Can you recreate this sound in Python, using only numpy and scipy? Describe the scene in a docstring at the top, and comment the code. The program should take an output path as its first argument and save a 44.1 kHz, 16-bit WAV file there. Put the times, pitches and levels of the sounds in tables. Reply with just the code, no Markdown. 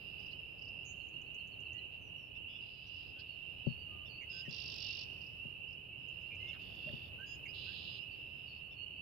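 """Blackbirds by a marsh

Red-winged blackbirds sing in bare trees: a few whistled notes, then a long trill made by both sides of
the syrinx, a bird's voice box. Chucks, thin whistles and a small songbird's ticking pass between songs.
Under it all lie a low rumble, a faint hiss and a steady whine, likely a far chorus of peeper frogs.
The hand-held microphone is bumped a few times, and its left side is shaded from the birds."""
import sys
import numpy as np
from scipy import signal
from scipy.fft import rfft, irfft, next_fast_len
from scipy.io import wavfile

SR = 44100
rng = np.random.default_rng(int(sys.argv[2]) if len(sys.argv) > 2 else 0)


def wrap_up_sound(samples):
    """Save the sound to the file named by the first command line argument, as 16-bit audio."""
    columns = np.atleast_2d(samples).T
    # keep every value between -1 and 1, then stretch to whole-number steps
    tamed = np.clip(columns, -1, 1)
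    steps = np.round(tamed * 32767).astype(np.int16)
    wavfile.write(sys.argv[1], SR, steps)


N = 397341
TIME = np.arange(N) / SR

# Levels in these tables are starting points: filters and the mix change them later.
# The steady whine's tone. Each row: frequency in Hz, left and right level in dB.
WHINE_SPECTRUM = [(2110, -118, -116), (2230, -104, -102), (2466, -90.5, -86.5), (2622, -81, -78.5),
                  (2718, -74.5, -71.5), (2805, -86.5, -70), (3033, -81, -77), (3057, -104, -82.5),
                  (3360, -113, -108), (3650, -130, -125)]
# Level of the steady whine over time, with a brief rise during the loud trill.
# Each row: time in seconds, level in dB.
WHINE_LEVELS = [(0.0, -52), (1.93, -52), (2.28, -54), (2.53, -49.5), (2.8, -54), (4.86, -50.5),
                (4.89, -47.5), (5.34, -54.5), (5.39, -52), (8.05, -50.5), (8.65, -54), (9.0, -51.5)]
# The background noise's tone. 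Each row: frequency in Hz, left and right level in dB.
BACKGROUND_SPECTRUM = [(26.1, -95.5, -97.5), (85, -77.5, -75.5), (149, -81.5, -82), (217, -90, -89),
                       (372, -91, -89), (770, -100, -95.5), (1380, -109, -107), (2340, -109, -107),
                       (4100, -115, -109), (4800, -123, -117), (5900, -130, -128), (8460, -133, -134),
                       (10200, -121, -121), (12000, -118, -118), (15900, -121, -121)]
# Slow level changes of a low rumble and of a faint high background hiss.
# Each row: time in seconds, rumble in dB, hiss in dB.
BACKGROUND_LEVELS = [(0.0, -58.5, -80), (0.53, -58.5, -83.5), (2.58, -60.5, -84), (2.83, -61.5, -83.5),
                     (3.96, -59, -82), (4.23, -59, -82), (4.79, -58, -78), (5.94, -60.5, -84.5),
                     (6.74, -56.5, -78.5), (9.0, -61, -84.5)]
# Trills. Each row: start and length in seconds, kind, pulses per second, lower and upper voice in dB.
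BLACKBIRD_TRILLS = [(-.2, 0.54, "buzz", 85, -72.5, -72), (-.1, 0.97, "purr", 25.6, -82.5, -77),
                    (1.901, 0.082, "buzz", 85, -75, -84), (2.595, 0.54, "buzz", 81.2, -67.5, -68),
                    (3.102, 0.66, "purr", 25.44, -73, -78.5), (4.296, .13, "rasp", 201.6, -65, -56),
                    (4.494, 0.555, "rattle", 47.8, -55, -44.5), (5.968, 1, "purr", 26.13, -76, -76),
                    (6.585, 0.51, "churr", 48.1, -63.5, -68.5), (7.529, .47, "buzz", 89, -52, -61),
                    (8.101, 0.53, "purr", 26.1, -73, -74.5)]
# The lower and upper voice of each kind. Each row: flutters per pulse, centre pitch in Hz,
# sweep in Hz, flutter size in Hz, about half of a pulse's level swing in dB.
TRILL_VOICES = {"rattle": [(7, 3450, 430, 520, 1.5), (6, 5000, 720, 140, 10.5)],
                "churr": [(4, 3230, 380, 130, 5.5), (2, 4700, 510, 446, 2)],
                "buzz": [(2, 3450, 380, 665, 2.5), (2, 4950, 130, 140, 1)],
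                "purr": [(6, 3300, 300, 650, 1.5), (2, 5060, 65, 120, 1)],
                "rasp": [(1, 3600, 150, 360, 10.5), (1, 4920, 50, 88, 0.5)]}
# The beak favours the middle of a trill. Each row: frequency in Hz, gain in dB.
BEAK_FILTER = [(3200, 5), (3900, 2.5), (4280, -2), (4600, 6.5), (5600, -7), (6050, -18), (6600, 0),
               (7300, -39)]
# Runs of chirps. Each row: start in seconds, count, spacing in seconds, level in dB.
RISING_RUNS = [(.187, 3, 0.032, -65.5), (.581, 4, 0.031, -67), (2.935, 5, 0.022, -69),
               (5.207, 3, .026, -65), (5.679, 3, .022, -69)]
# Sharp chips. Each row: start in seconds, level in dB.
SHARP_CHIPS = [(.305, -61.5), (3.185, -56)]
# A chip's voice, laid out like one trill voice.
CHIP_SHAPE = (2, 4600, 350, 580, 1.8)
# The small songbird's songs. Each row: start in seconds, count, spacing in seconds, level in dB.
SONGBIRD_SONGS = [(.957, 7, .129, -71.5), (6.084, 6, .134, -78.5)]
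# Its syllable: a tick, a falling note, a rising answer.
# Each row: delay and length in seconds, start, middle and end pitch in Hz, level in dB.
SONGBIRD_SYLLABLE = [(0, 0.0058, 5580, 6490, 7770, 4.5), (0.043, 0.033, 4605, 4230, 4080, -1.5),
                     (.08, .016, 3350, 3650, 4000, -8.5)]
# Whistles. Each row: start and length in seconds, middle pitch and fall in Hz, level in dB.
THIN_WHISTLES = [(1.714, 0.12, 1957, -34, -78.5), (1.997, .12, 5970, 591.5, -82.5),
                 (2.138, 0.17, 5530, 501.5, -81), (2.863, .03, 5700, 347, -79.5),
                 (3.26, 0.11, 4430, 199, -72.5), (3.651, .11, 4420, 197.5, -65),
                 (3.762, .096, 4605, 111, -69), (3.875, 0.2, 1208, 59, -70.5),
                 (4.078, 0.11, 4470, 173, -64), (4.146, 0.071, 4640, 120, -65.5),
                 (4.3, 0.15, 1540, -60.5, -74.5), (4.69, .13, 7400, 300, -89.5),
                 (5.905, .07, 2275, 97, -70), (8.098, 0.065, 4580, 139, -71),
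                 (8.464, 0.074, 4470, 165, -66.5), (8.524, 0.078, 4500, 106, -73),
                 (8.758, 0.1, 4370, -4, -69), (8.935, .1, 4570, 151, -70)]
# Chucks. Each row: start in seconds, level in dB.
CHUCK_CALLS = [(2.343, -66.5), (4.049, -59.5), (6.47, -57), (8.704, -64)]
# A chuck's start, middle and end pitch in Hz.
CHUCK_PITCHES = (1540, 1787, 1550)
# The levels of its first four harmonics (multiples of the pitch) in dB.
CHUCK_HARMONICS = (-32.5, -0.5, -8, -37)
# The notes that open a song. Each row: start and length in seconds, start and end pitch in Hz, buzz
# depth as a share of the pitch, lowest tone in dB, overtones in dB, step per overtone in dB.
SONG_NOTES = [(2.478, 0.12, 1638, 1715, 0.04, -89, -54, -17),
              (3.151, 0.069, 1435, 1577, 0.07, -69, -59.5, -13),
              (4.207, 0.035, 2290, 2060, 0.06, -50.5, -73, 3),
              (4.291, .135, 2522, 2554, 0.01, -62, -51, -4), (4.3, 0.15, 1660, 1630, .04, -79, -59, -5),
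              (4.45, .023, 1970, 1810, .04, -56.5, -67.5, 5.5),
              (4.488, 0.021, 1620, 1740, 0, -81.5, -53, -4.5),
              (6.301, 0.065, 2380, 2427, 0.05, -48.5, -89, -1),
              (6.392, 0.17, 2060, 2195, 0.01, -55, -73.5, -1.5),
              (6.527, 0.051, 1864, 1220, 0.2, -62, -63, -15), (7.182, .075, 1457, 1660, 0, -52, -78, -2),
              (7.257, 0.11, 1635, 1675, 0.02, -70, -61.5, 2.5),
              (7.455, 0.016, 2300, 2127, 0.05, -44.5, -66.5, 3),
              (7.477, 0.044, 2360, 2540, .03, -54, -56.5, -14),
              (7.661, 0.081, 1460, 1670, 0.06, -63.5, -62, -17),
              (7.998, 0.044, 2470, 2575, 0.01, -63, -63, -1)]
# What the throat passes of the overtones. Each row: frequency in Hz, gain in dB.
THROAT_FILTER = [(2900, 4.5), (3350, -3.5), (3750, -7.5), (4300, -17.5), (5050, 1.5), (5650, -7),
                 (6300, -4.5), (6700, -9), (7600, -33)]
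# Shade on the microphone's left side. Each row: frequency in Hz, gain in dB.
LEFT_SHADE = [(1500, -8.5), (2700, -6), (3600, -19.5), (4200, -17.5), (5100, -19), (6500, -12.5),
              (7600, -35)]
# Hand bumps. Each row: start in seconds, peak in dB, left minus right in dB, treble cutoff in Hz.
HAND_BUMPS = [(3.667, -25.5, 28, 487), (4.477, -41.5, 26, 487), (5.45, -43.5, 12, 503),
              (6.858, -45.5, 12, 500), (6.891, -47, 19, 505), (6.932, -40, 21, 504)]
# How the microphone's case rings. Each row: pitch in Hz, level in dB, seconds to fade by 60 dB.
CASE_RINGS = [(85, -20, 1), (129.8, 2.5, 0.16), (162, 1.5, 0.13), (229, 0, 0.12), (379, -2.5, 0.044),
              (562, -5, 0.061), (845, -14.5, 0.032)]


def undb(db):
    """Turn decibels into a gain."""
    return 10 ** (np.asarray(db) / 20)


def unit(x):
    """Scale to an average (rms) level of 1."""
    return x / np.sqrt(np.mean(x ** 2) + 1e-20)


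def add(out, start, x):
    """Mix x into out from a start time on."""
    i = int(start * SR)
    a, b = max(i, 0), min(i + x.shape[-1], N)
    out[..., a:b] += x[..., a - i:b - i]


def colour(x, hz, db):
    """Filter by a curve drawn through a few points."""
    size = next_fast_len(N)
    f = np.maximum(np.fft.rfftfreq(size, 1 / SR), 1)
    gain = undb(np.interp(np.log(f), np.log(hz), db))
    return irfft(rfft(x, size) * gain, size)[:N]


def walk(t, rate):
    """A random drift of size about 1 that turns rate times a second."""
    knots = rng.standard_normal(1024)
    return np.interp(t * rate % 1023, np.arange(1024), knots)


def fade(t, rise, fall):
    """Fade in and out; rise and fall are in seconds."""
    fade_in = np.sin(np.pi / 2 * np.clip(t / rise, 0, 1))
    return fade_in * np.sin(np.pi / 2 * np.clip((t[-1] - t) / fall, 0, 1))


def decay(t, t60):
    """Die away by 60 dB in t60 seconds."""
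    return np.exp(-np.log(1000) * t / t60)


def glide(length, pitches):
    """Times and a pitch curve through start, middle and end."""
    t = np.arange(int(length * SR)) / SR
    return t, np.polyval(np.polyfit([0, .5, 1], pitches, 2), t / length)


def turn(hz):
    """The phase of a moving pitch."""
    return 2 * np.pi * np.cumsum(hz) / SR


def level_curves(curve):
    """Each level column over time, in dB from its median."""
    times, *columns = np.transpose(curve)
    return [np.interp(TIME, times, c - np.median(c)) for c in columns]


def white():
    """Plain noise."""
    return rng.standard_normal(N)


def stereo(sound, spectrum, shared, apart_hz, lag_s=0):
    """Two sides hear a sound, each with its own tone, and less and less alike above apart_hz."""
    hz, *sides_db = np.transpose(spectrum)
    alike = np.clip(shared / (1 + (hz / apart_hz) ** 2), 1e-4, .99)
    common = sound()
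    arrivals = np.roll(common, int(lag_s * SR)), common
    sides = [colour(x, hz, db + 10 * np.log10(alike)) + colour(sound(), hz, db + 10 * np.log10(1 - alike))
             for x, db in zip(arrivals, sides_db)]
    return np.sqrt(SR / 2) * np.array(sides)


def peeps(count=300, single_db=-18, blur_db=-4):
    """Short rising peeps; noise stands for the many so far off that they blur together."""
    out = np.zeros(N)
    for when, pitch, size in rng.random((count, 3)):
        t, hz = glide(0.1005, (2520 + 480 * pitch) * np.array([.95, 1, 1.03]))
        add(out, when * (N / SR), np.sin(turn(hz)) * fade(t, 0.033, 0.042) * undb(9 * size))
    return undb(single_db) * unit(out) + undb(blur_db) * white()


def steady_whine():
    """Far peeps, likely frogs, merge into a whine."""
    level_db, = level_curves(WHINE_LEVELS)
    return stereo(peeps, WHINE_SPECTRUM, shared=0.43, apart_hz=12200, lag_s=-.00039) * undb(level_db)


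def rumble_and_hiss(split_hz=1500):
    """A low rumble and a faint high background hiss, each drifting in level."""
    rumble_db, hiss_db = level_curves(BACKGROUND_LEVELS)
    noise = stereo(white, BACKGROUND_SPECTRUM, shared=1.0, apart_hz=176)
    rumble = signal.sosfiltfilt(signal.butter(2, split_hz, fs=SR, output="sos"), noise)
    hiss = noise - rumble
    return rumble * undb(rumble_db + 0.79 * walk(TIME, 9.1)) + hiss * undb(hiss_db + 0.7 * walk(TIME, 3.2))


def trill_voice(length, rate, shape, jitter_hz=130, overtone_db=-18, wander=.06):
    """One side of the syrinx sweeps once a pulse and flutters on top; early pulses are hurried and soft."""
    flutters, centre_hz, sweep_hz, flutter_hz, depth_db = shape
    t = np.arange(int(length * SR)) / SR
    hurry = 1 + .17 * np.exp(-(t / .15) ** 2)
    cycle = turn(rate * hurry) - 2 * np.pi * .94 + wander * walk(t, rate)
    flutter = flutters * cycle
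    # the pitch climbs, plunges and recovers; the voice is loudest as the plunge begins
    pulse = np.exp(1.5 * (np.cos(cycle + .25) - 1))
    sweep = -np.sin(cycle) * np.exp(3.5 * (np.cos(cycle) - 1))
    swing = sweep_hz * sweep / sweep.max() + flutter_hz * np.cos(flutter)
    swing *= 1 + wander * walk(t, rate)
    # wide sweeps are less steady than narrow ones
    hz = centre_hz + swing + jitter_hz * np.tanh((sweep_hz + flutter_hz) / 600) * walk(t, 500)
    effort_db = 2 * np.sin(np.pi * (t / length) ** 1.4) + 1.6 * walk(t, 40)
    loudness = undb(2 * depth_db * pulse - 2.6 * np.sin(flutter) + effort_db)
    voice = np.sin(turn(hz)) + undb(overtone_db) * np.sin(2 * turn(hz))
    return unit(voice * loudness * fade(t, 0.032, 0.025))


def trills():
    """Both sides of a blackbird's syrinx sing at once, one low and one high."""
    out = np.zeros(N)
    for start, length, kind, rate, *levels_db in BLACKBIRD_TRILLS:
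        for shape, db in zip(TRILL_VOICES[kind], levels_db):
            add(out, start, undb(db) * trill_voice(length, rate, shape))
    return out


def whistle(length, pitches, db, waver=.004, scatter_db=2.5):
    """One nearly pure tone, its level partly left to chance."""
    t, hz = glide(length, pitches)
    tone = np.sin(turn(hz * (1 + waver * walk(t, 150)))) * fade(t, .48 * length, .4 * length)
    return unit(tone) * undb(db + scatter_db * rng.standard_normal())


def series_call(length, pitches, db, k, count, arch_db=3, vary_db=2):
    """Call k of a series that swells in the middle; no two calls are quite alike."""
    swell_db = arch_db * (np.sin(np.pi * (k + .5) / count) - 2 / np.pi)
    varied_hz = np.array(pitches) * (1 + .014 * rng.standard_normal(size=3))
    return whistle(length, varied_hz, db + swell_db + vary_db * rng.standard_normal())


def chirp_runs(pitches_hz=(4500, 5000, 5730)):
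    """Quick runs of tiny rising whistles."""
    out = np.zeros(N)
    for start, count, spacing, db in RISING_RUNS:
        for k in range(count):
            add(out, start + k * spacing, series_call(0.65 * spacing, pitches_hz, db, k, count))
    return out


def chips():
    """Short harsh bursts from one side of the syrinx."""
    out = np.zeros(N)
    for start, db in SHARP_CHIPS:
        add(out, start, undb(db) * trill_voice(length=0.03, rate=91, shape=CHIP_SHAPE))
    return out


def note(length, pitches, buzz_hz, depth, harmonics_db, waver=.002):
    """A gliding note with harmonics; a fast buzz of the syrinx shakes its pitch."""
    t, hz = glide(length, pitches)
    buzz = np.sin(2 * np.pi * buzz_hz * t)
    phase = turn(hz * (1 + depth * buzz + waver * walk(t, 160)))
    tone = sum(np.sqrt(2) * undb(db) * np.sin(k * phase) for k, db in enumerate(harmonics_db, 1))
    # a deep buzz also chops the level; a shallow one leaves a clean whistle
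    chop = 1 + 0.25 * np.tanh(depth / 0.06) * buzz
    return tone * chop * fade(t, .3 * length, .22 * length)


def songbird_buzz(start=.846, length=.08, hz=6630):
    """A high buzzy note opens the small songbird's first song."""
    out = np.zeros(N)
    add(out, start, note(length, (hz, hz, hz), buzz_hz=212.5, depth=0.047, harmonics_db=[-54.5]))
    return out


def songbird_ticks():
    """The small songbird repeats a syllable of three brief whistles."""
    out = np.zeros(N)
    for start, count, spacing, db in SONGBIRD_SONGS:
        for k in range(count):
            for delay, length, *pitches, part_db in SONGBIRD_SYLLABLE:
                add(out, start + k * spacing + delay, series_call(length, pitches, db + part_db, k, count))
    return out


def thin_whistles():
    """Single whistles, most of them sliding down."""
    out = np.zeros(N)
    for start, length, hz, fall_hz, db in THIN_WHISTLES:
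        add(out, start, whistle(length, (hz + .6 * fall_hz, hz, hz - .4 * fall_hz), db))
    return out


def chucks(length=.044):
    """Short, slightly buzzy calls that rise and fall in pitch."""
    out = np.zeros(N)
    for start, db in CHUCK_CALLS:
        chuck = note(length, CHUCK_PITCHES, buzz_hz=230, depth=.02, harmonics_db=CHUCK_HARMONICS)
        add(out, start, undb(db) * chuck)
    return out


def opening_notes(buzz_hz=180):
    """A blackbird's whistled notes; the throat shapes their three overtones."""
    out, steps = np.zeros(N), np.arange(3)
    for start, length, first_hz, last_hz, depth, db, overtones_db, tilt_db in SONG_NOTES:
        middle_hz = first_hz + .6 * (last_hz - first_hz)
        throat_db = np.interp(middle_hz * (steps + 2), *np.transpose(THROAT_FILTER))
        overtones = overtones_db + tilt_db * steps + throat_db
        add(out, start, note(length, (first_hz, middle_hz, last_hz), buzz_hz, depth, [db, *overtones]))
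    return out


def hand_bumps(scuff_db=-24):
    """Soft knocks ring the microphone's case; skin scuffs a little on it."""
    out, t = np.zeros((2, N)), np.arange(SR // 2) / SR
    for start, db, pan_db, cutoff_hz in HAND_BUMPS:
        ring = sum((-1) ** k * undb(ring_db) * np.sin(2 * np.pi * hz * t) * decay(t, t60)
                   for k, (hz, ring_db, t60) in enumerate(CASE_RINGS))
        scuff = undb(scuff_db) * rng.standard_normal(len(t)) * decay(t, 0.062)
        knock = signal.sosfilt(signal.butter(2, cutoff_hz, fs=SR, output="sos"), ring + scuff)
        sides = undb(np.array([[pan_db], [-pan_db]]) / 2)
        add(out, start, undb(db) * knock / np.abs(knock).max() * sides / sides.mean())
    return out


def grip_creak(start=6.872, squeak_hz=590, slip_start=6.892, click_hz=1800):
    """The grip creaks briefly and slips with a small click, louder on the left."""
    out, t = np.zeros(N), np.arange(int(.045 * SR)) / SR
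    squeak = np.sin(turn(squeak_hz * (1 + 0.046 * walk(t, 260))))
    click = np.sin(2 * np.pi * click_hz * t) * decay(t, .009)
    add(out, start, undb(-49) * squeak * fade(t, 0.002, 0.019))
    add(out, slip_start, undb(-44) * click * fade(t, 0.00052, .01))
    return out * undb([[0], [-4]])


def ground_bounce(x, echo_db=-5):
    """An echo off the ground, a few ever-changing milliseconds late, roughens the sweeps."""
    delay_s = .004 + .0004 * walk(TIME, 30)
    echo = np.interp(TIME - delay_s, TIME, x)
    return (x + undb(echo_db) * echo) / np.hypot(1, undb(echo_db))


def woods(x, twigs_db, trees_db, shade=1.0, twigs_t60=0.049, trees_t60=1.28):
    """Near twigs scatter the sound at once, far trunks add a long tail; the left side lies in shade."""
    t = np.arange(int(1.5 * SR)) / SR
    sides = []
    for _ in range(2):
        response = (t == 0).astype(float)  # the direct sound
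        for db, t60 in ((twigs_db, twigs_t60), (trees_db, trees_t60)):
            echoes = rng.standard_normal(len(t)) * decay(t, t60) * (1 - np.exp(-t / 0.017))
            response += undb(db) * echoes / np.linalg.norm(echoes)
        sides.append(signal.fftconvolve(x, response)[:N])
    hz, db = np.transpose(LEFT_SHADE)
    return np.array([colour(sides[0], hz, shade * db), sides[1]])


def scene():
    """Whine, rumble and hiss, birds among the trees and the hand on the microphone."""
    background = steady_whine() + rumble_and_hiss()
    notes = woods(opening_notes() + chucks() + songbird_buzz(), twigs_db=-5, trees_db=-17)
    from_beak = colour(trills() + chips(), *np.transpose(BEAK_FILTER))
    songs = woods(ground_bounce(from_beak), twigs_db=-6, trees_db=-15)
    calls = woods(thin_whistles() + chirp_runs() + songbird_ticks(), twigs_db=-5, trees_db=-9.5, shade=.7)
    birds = undb(-1.6) * notes + undb(-1.3) * songs + undb(1.7) * calls
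    return background + birds + hand_bumps() + grip_creak()


def record(dry, top_hz=15700):
    """Cut away the highest treble."""
    return signal.sosfilt(signal.ellip(10, .2, 70, top_hz, fs=SR, output="sos"), dry)


dry = scene()
out = record(dry)
wrap_up_sound(out)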